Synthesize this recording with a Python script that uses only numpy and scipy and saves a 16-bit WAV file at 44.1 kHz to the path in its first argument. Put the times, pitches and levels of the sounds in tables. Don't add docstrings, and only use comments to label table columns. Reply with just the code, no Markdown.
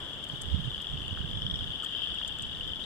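import sys
import numpy as np
from scipy import signal
from scipy.fft import rfft, irfft
from scipy.io import wavfile
from scipy.ndimage import uniform_filter1d

SR = 44100
rng = np.random.default_rng(int(sys.argv[2]) if len(sys.argv) > 2 else 0)


def amp(db):
    return 10 ** (np.asarray(db, float) / 20)


def write(x):
    x = np.atleast_2d(x).T
    wavfile.write(sys.argv[1], SR, np.round(np.clip(x, -1, 1) * 32767).astype(np.int16))


N = 125685

# multiple_of_loud_pitch, level_db
SAC_PARTIALS = [(0.529, -25), (1.003, -1), (1.547, -27.5), (2, -40)]
# start_s, level_db, pitch_shift_hz
CROWD_WAVES = [
    (0, -43.5, 1),
    (.65, -42.5, 28),
    (1.12, -43.5, -29),
    (1.55, -41.5, 57),
    (1.8, -41, -40),
    (2.05, -38.5, 3),
    (2.4, -41, -23),
    (2.85, -41.5, 29),
]
# start_s, peak_db, pitch_hz
EARLY_PULSES = [(0.0456, -31, 3360), (0.1315, -27.5, 3260), (0.2379, -29.5, 3200), (0.2666, -31, 3060),
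                (0.283, -39, 3120), (0.2977, -25, 3130), (0.3334, -38, 3040), (0.3945, -35, 3280),
                (0.4332, -34, 3430), (0.485, -29, 3270), (0.6024, -31, 3180), (0.7048, -27, 3510),
                (0.7244, -35, 3070), (0.745, -24, 3120), (0.7783, -26, 3150), (0.8684, -25, 3350),
                (0.8982, -28, 3430), (0.9347, -28, 3380), (0.9542, -35, 3130), (1.0038, -28, 3280),
                (1.0278, -29.5, 3250), (1.047, -31.5, 2900), (1.0794, -26.5, 2990), (1.1083, -27, 2950),
                (1.1481, -29, 3030), (1.2116, -29, 3000), (1.254, -32, 3220), (1.312, -26, 3320),
                (1.3309, -30.5, 3160), (1.3717, -25, 3320)]
# start_s, peak_db, pitch_hz
LATE_PULSES = [(1.4193, -22.5, 3190), (1.444, -32, 3240), (1.4648, -20.5, 3220), (1.4981, -24, 3400),
               (1.5102, -22.5, 3300), (1.541, -22, 3430), (1.5557, -25.5, 3170), (1.5899, -25, 3350),
               (1.6081, -25, 3200), (1.6414, -25.5, 3380), (1.6612, -30, 3050), (1.7041, -29, 3230),
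               (1.7336, -27, 3080), (1.7559, -25.5, 3380), (1.7995, -25, 3120), (1.8217, -27, 3200),
               (1.8337, -27.5, 3030), (1.8607, -24, 3170), (1.892, -29, 3030), (1.9257, -28.5, 3130),
               (1.9486, -22, 3150), (1.969, -28.5, 3120), (1.9919, -26, 3130), (2.0336, -24, 3180),
               (2.0713, -23, 3250), (2.0885, -29, 3190), (2.1399, -29, 3280), (2.1538, -25, 3220),
               (2.1846, -23.5, 3340), (2.214, -25.5, 3400), (2.247, -23.5, 3260), (2.2714, -30, 3370),
               (2.3043, -31, 3060), (2.3506, -31, 3040), (2.3796, -40, 3150), (2.3945, -26, 3380),
               (2.4212, -33, 3050), (2.447, -27, 3140), (2.4776, -36, 3060), (2.5272, -27, 2990),
               (2.548, -29, 3580), (2.5699, -29, 3060), (2.5971, -30.5, 3410), (2.6086, -24, 3000),
               (2.6437, -28, 3400), (2.667, -34, 3140), (2.6897, -28, 3150), (2.7333, -24, 3120),
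               (2.7807, -35, 3080), (2.8371, -29, 3650)]
# frequency_hz, level_db_per_hz
VALLEY_TONE = [(18, -33), (30, -2.5), (71, -2), (174, -2.5), (908, -11), (1730, -10.5), (2030, -17.5),
               (2400, -19.5), (3120, -54), (5280, -120)]
# frequency_hz, level_db_per_hz
HISS_TONE = [(2470, -18), (4200, -1.5), (4960, -4.5), (5530, -9.5), (5910, -7), (7910, -5), (11200, -16),
             (13600, -15), (14500, -17)]
# frequency_hz, level_db_per_hz
FAINT_TONE = [(2400, -1), (4200, -9.0)]
# frequency_hz, likeness_0_to_1
PORT_LIKENESS = [(60, 0.5), (250, 0.86), (600, 0.92), (1200, 0.69), (2200, 0.13), (5000, 0.47),
                 (12000, 0.058)]
# frequency_hz, left_minus_right_db
STEREO_LEAN = [(250, 2), (1500, -1), (3000, 9), (5000, 7.5), (8000, 3.5), (12000, -0.5)]
# time_s, level_db
WIND_LEVEL = [(0, -53.5), (.3, -52), (.5, -40.5), (.7, -44), (.86, -51), (.95, -38.5), (1.07, -44),
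              (1.22, -40.5), (1.32, -39.5), (1.42, -39.5), (1.65, -42), (1.86, -55), (2.59, -45),
              (2.85, -51)]
# frequency_hz, level_db_per_hz
WIND_TONE = [(12, -44), (20, -7.5), (62, -8), (81, -6.5), (151, -10), (397, -34.5), (600, -37), (780, -65),
             (1320, -120)]
# start_s, peak_db, wide_edge_db, length_s
TICKS = [(.137, -56, -13, .0015), (0.241, -47, 2, 0.0013), (0.246, -55, -1, .003),
         (0.287, -50.5, -22, 0.0021), (0.293, -52.5, -18, 0.00088), (0.384, -70, -24, .002),
         (0.4142, -39, -25, 0.00094), (0.417, -48, -3, .001), (0.419, -34.5, -16, 0.00056),
         (.42, -41, -12, 0.0013), (.424, -57, -16, .002), (0.435, -49, -21, 0.00092),
         (0.481, -53, -22, .001), (0.8185, -47, -4, 0.0017), (1.079, -55, -34, 0.0056),
         (1.8316, -50, -20, .001), (1.84, -50.5, -5, 0.009), (1.848, -44.5, -8, 0.0017),
         (1.853, -51, -20, 0.00092), (2.1385, -53, -14, .001), (2.146, -50, -8, 0.0011),
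         (2.278, -37.5, -18, 0.0012), (2.285, -50, -14, 0.00073), (2.3865, -43.5, -9, 0.00065),
         (2.4224, -40, -20, 0.0016), (2.425, -51, -29, 0.006), (2.677, -51.5, -6, 0.0014),
         (2.838, -55, -18, .0015)]
# frequency_hz, width_hz, level_db
SHELL_MODES = [(4580, 700, -8), (6630, 71, 0.5), (7720, 750, 3.5), (9600, 280, -4)]
# start_s, peak_db, pitch_hz
BUFFETS = [(0.201, -49, 80), (0.315, -35, 139), (0.461, -34, 75), (0.522, -18, 81), (0.574, -29, 153),
           (0.655, -29.5, 127), (0.917, -31.5, 51.4), (0.959, -37, 75.5), (.995, -37.5, 102),
           (1.104, -29.5, 86), (1.183, -28.5, 68.3), (1.224, -35, 152.5), (1.348, -31, 114),
           (1.427, -29.5, 124), (1.484, -37, 176), (1.517, -30.5, 65), (1.6, -33, 88.6),
           (1.651, -36.5, 120), (2.099, -40.5, 53), (2.407, -45, 107.4)]
# centre_s, peak_db, pitch_hz, half_length_s
KNOCKS = [
    (0.647, -47, 1740, 0.0032),
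    (1.1745, -32, 1420, 0.00085),
    (1.214, -48, 1570, 0.0017),
    (1.242, -44, 1600, 0.0024),
    (1.61, -48.5, 1480, 0.0025),
    (1.832, -39.5, 1390, 0.0017),
    (1.839, -38, 1290, 0.0021),
    (2.214, -32, 1450, 0.00044),
    (2.387, -43.5, 1400, 0.0019),
]

PORT_LAG_S = -0.000097
PULSE_FALL_S = 0.0025


def evened(x):
    return x / np.sqrt(np.mean(x ** 2) + 1e-20)


def read(points, hz):
    f, value = np.transpose(points)
    return np.interp(np.log(hz + 1), np.log(f + 1), value)


def curve(points):
    s, db = np.transpose(points)
    return amp(np.interp(np.arange(N) / SR, s, db))


def add(mix, start_s, sound):
    part = mix[:, round(start_s * SR):][:, :sound.shape[1]]
    part += sound[:, :part.shape[1]]


def noise(tone, likeness, patchy_db, flicker_db):
    frames, hz = N // 256 + 5, np.fft.rfftfreq(1024, 1 / SR)
    a, b, c, d, patches = rng.standard_normal((frames, 513, 5)).T
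    patches = uniform_filter1d(patches, size=10, axis=0)
    patches = evened(uniform_filter1d(patches, size=8, axis=1))
    flicker = evened(uniform_filter1d(rng.standard_normal(frames), size=4))

    same = np.clip(likeness * read(PORT_LIKENESS, hz), 0, 1)[:, None]
    right = a + 1j * b
    own = c + 1j * d
    lag = np.exp(-2j * np.pi * hz * PORT_LAG_S)[:, None]
    left = same * lag * right + np.sqrt(1 - same ** 2) * own

    inside = (hz >= tone[0][0]) & (hz <= tone[-1][0])
    level_db = read(tone, hz)[:, None] + patchy_db * patches + flicker_db * flicker
    lean = amp(read(STEREO_LEAN, hz) * [[.5], [-.5]])[:, :, None]
    spectrum = np.array([left, right]) * amp(level_db) * inside[:, None] * lean
    return evened(signal.istft(spectrum, nperseg=1024, noverlap=768)[1][:, :N])


def trill(start_s, length_s, level_db, first_hz, pulses_per_s, lag_s, draw, swell_db, jitter_db):
    climb_hz_per_s = 560
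    t = np.arange(0, length_s, 1 / pulses_per_s)
    draw = draw[:len(t)]
    db = level_db + swell_db * (2 * t / length_s - 1) ** 2 + jitter_db * draw[:, 0]
    hz = first_hz + climb_hz_per_s * t + 25 * draw[:, 1]
    return np.array([start_s + t, amp(db), hz, lag_s + 0 * t, np.pi * draw[:, 2]]).T


def sing(pulses, fall_s):
    rise_s, sag = .0011, 0.013
    left_db, right_db = 1, -6
    audible = (pulses[:, 0] > 0) & (pulses[:, 0] < N / SR)
    s, gain, hz, lag, phase = pulses[audible].T[:, :, None]
    n = np.arange(600)
    t = (n / SR - 2.5 * rise_s).astype(np.float32)
    shape = np.where(t < 0, np.exp(-(t / rise_s) ** 2), 1 / np.cosh(t / fall_s * 1.71))
    sagged_t = t - sag * t ** 2 / (4 * fall_s)
    turn = (2 * np.pi * hz * sagged_t + phase).astype(np.float32)
    partials = sum(np.float32(amp(db)) * np.sin(np.float32(k) * turn) for k, db in SAC_PARTIALS)
    wave = (partials * shape * gain).ravel()

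    ports = []
    for late in (lag, -lag):
        at = np.round(np.maximum(s + late / 2, 0) * SR).astype(int) + n
        ports.append(np.bincount(at.ravel(), wave, N + 2000)[:N])
    return amp([[left_db], [right_db]]) * ports


def scatter(x):
    level_db, t60_s, drift_hz = -9.5, 0.034, 3
    t, out = np.arange(SR // 8) / SR, x.copy()
    tails = rng.standard_normal((3, 2, len(t))) * amp(-60 * t / t60_s) * (t > .002)
    for k, tail in enumerate(tails):
        turn = 2 * np.pi * drift_hz * np.arange(N) / SR + k * np.pi / 3
        share = np.sqrt(2 / 3) * np.cos(turn)
        smear = signal.oaconvolve(x * share, tail / np.linalg.norm(tail[0]), axes=1)
        out += amp(level_db) * smear[:, :N]
    return out


def crowd():
    frogs, call_s, rest_s, pulses_per_s = 110, .75, .45, 23
    pitch_hz, spread_hz, spread_db, port_spread_s = 3011, 140, 2.5, .0004
    yield_db, yield_s, trim_db = -6, .005, 2
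    rows = []
    for k in range(frogs):
        size, far, pace, place = np.clip(rng.standard_normal(4), -1.7, 1.7)
        draw = rng.standard_normal((4, 40, 3))
        for turn in range(4):
            start_s = (turn - 1 + k / frogs) * (call_s + rest_s) + .05 * draw[turn, -1, 0]
            rows.append(trill(start_s, call_s, spread_db * far, pitch_hz + spread_hz * size,
                              pulses_per_s * (1 + .06 * pace), port_spread_s * place, draw[turn],
                              swell_db=-3, jitter_db=2))
    pulses = np.vstack(rows)
    s, db, shift_hz = np.transpose(CROWD_WAVES)
    pulses[:, 2] += np.interp(pulses[:, 0], s, shift_hz)

    strong_s = np.transpose(EARLY_PULSES + LATE_PULSES)[0]
    apart_s = np.abs(pulses[:, :1] - strong_s + yield_s / 2).min(axis=1)
    pulses[:, 1] *= amp(yield_db * np.exp(-(apart_s / yield_s) ** 2))
    return amp(trim_db) * curve(list(zip(s, db))) * evened(sing(pulses, PULSE_FALL_S))


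def valley():
    drone_db, drone_fall_s = 3.5, .12
    drone = amp(drone_db * np.exp(-np.arange(N) / SR / drone_fall_s))
    hum = amp(-49) * drone * noise(VALLEY_TONE, likeness=1, patchy_db=0.69, flicker_db=0.16)
    hiss = amp(-60.5) * noise(HISS_TONE, likeness=0.36, patchy_db=1.5, flicker_db=1.0)
    faint = amp(-65.0) * noise(FAINT_TONE, likeness=0.6, patchy_db=0.57, flicker_db=0.24)
    return hum + hiss + faint


def wind_rumble():
    left_db, right_db = -6, 5
    rumble = noise(WIND_TONE, likeness=0, patchy_db=0.36, flicker_db=1.5)
    return rumble * curve(WIND_LEVEL) * amp([[left_db], [right_db]])


def near_frogs():
    trim_db, lead_s, fall_s, ringer_fall_s = 1, 0.001197, .0027, .011
    s, db, hz = np.transpose(EARLY_PULSES + LATE_PULSES)
    draw = rng.standard_normal((len(s), 3))
    lag_s = PORT_LAG_S * (1 + 0.4 * draw[:, 0])
    pulses = np.array([s - lead_s, amp(db + trim_db), hz, lag_s, np.pi * draw[:, 1]]).T
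    rasp = trill(start_s=1.4155, length_s=.18, level_db=-41, first_hz=5380, pulses_per_s=21.4,
                 lag_s=PORT_LAG_S, draw=draw, swell_db=-1.5, jitter_db=1.5)
    ringer = trill(start_s=1.921, length_s=.2, level_db=-28, first_hz=3110, pulses_per_s=27.2,
                   lag_s=PORT_LAG_S, draw=draw, swell_db=-1.5, jitter_db=1.5)
    return sing(pulses, fall_s) + sing(rasp, PULSE_FALL_S) + sing(ringer, ringer_fall_s)


def ticks():
    trim_db, pan_db, rise_s, tail_db, tail_s = 3, 3, .0005, -21, .008
    top_hz, top_width_hz = 9300, 6200
    out, t = np.zeros((2, N)), np.arange(2600) / SR
    hz = np.fft.rfftfreq(len(t), 1 / SR)
    modes = sum(amp(db) * np.exp(-((hz - f) / width) ** 2) for f, width, db in SHELL_MODES)
    wide_edge = np.exp(-((hz - top_hz) / top_width_hz) ** 4)
    late = np.maximum(t - rise_s, 0)
    rise = np.sin(np.pi / 2 * np.minimum(t / rise_s, 1)) ** 2
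    tail = amp(tail_db) * np.exp(-late / tail_s)
    pan = amp([[pan_db / 2], [-pan_db / 2]])
    for s, db, edge_db, length_s in TICKS:
        push = rng.standard_normal((2, len(t)))
        push = np.array([push[0], .9 * push[1] - .4 * push[0]])
        burst = irfft(rfft(push) * (modes + amp(edge_db) * wide_edge), len(t))
        shape = rise * (np.exp(-(late / max(length_s, 1e-4)) ** 2) + tail)
        add(out, s, amp(db + trim_db) * pan * evened(burst) * shape)
    return out


def buffets():
    rise_s, fall_s, snap_s = 0.02525, 0.013, 0.0016
    trim_db, left_db = 2, -24
    out, t = np.zeros((2, N)), np.arange(-3000, 3000) / SR
    shape = np.exp(-np.abs(t / np.where(t < 0, rise_s, fall_s)) ** 1.2)
    snap = (1 - (t / snap_s) ** 2) * np.exp(-(t / snap_s) ** 2 / 2)
    phases = rng.uniform(-1.47, 1, (len(BUFFETS), 2))
    for (s, db, hz), phase in zip(BUFFETS, phases):
        glide = 1 + 4 * phase[0] * t
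        wave = np.cos(2 * np.pi * hz * t * glide + phase[:, None]) + snap
        add(out, s + rise_s - 3000 / SR, amp(db + trim_db) * amp([[left_db], [0]]) * shape * wave)
    return out


def knocks():
    out, t = np.zeros((2, N)), np.arange(-700, 700) / SR
    for s, db, hz, half_s in KNOCKS:
        tap = np.exp(-(t / half_s) ** 2) * np.cos(2 * np.pi * hz * t)
        add(out, s - 700 / SR, amp(db) * amp([[-1.5], [1.5]]) * tap)
    return out


def scene():
    frogs = scatter(crowd() + near_frogs())
    wind = wind_rumble() + buffets()
    handling = ticks() + knocks()
    return frogs + valley() + wind + handling


def band_limit(x):
    return signal.sosfilt(signal.butter(12, 14960, fs=SR, output="sos"), x)


def record(dry):
    edge = signal.firwin(401, 14230, window=("kaiser", 9), fs=SR)
    mix = signal.oaconvolve(dry, edge[None], "same")
    return band_limit(mix)


dry = scene()
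out = record(dry)
write(out)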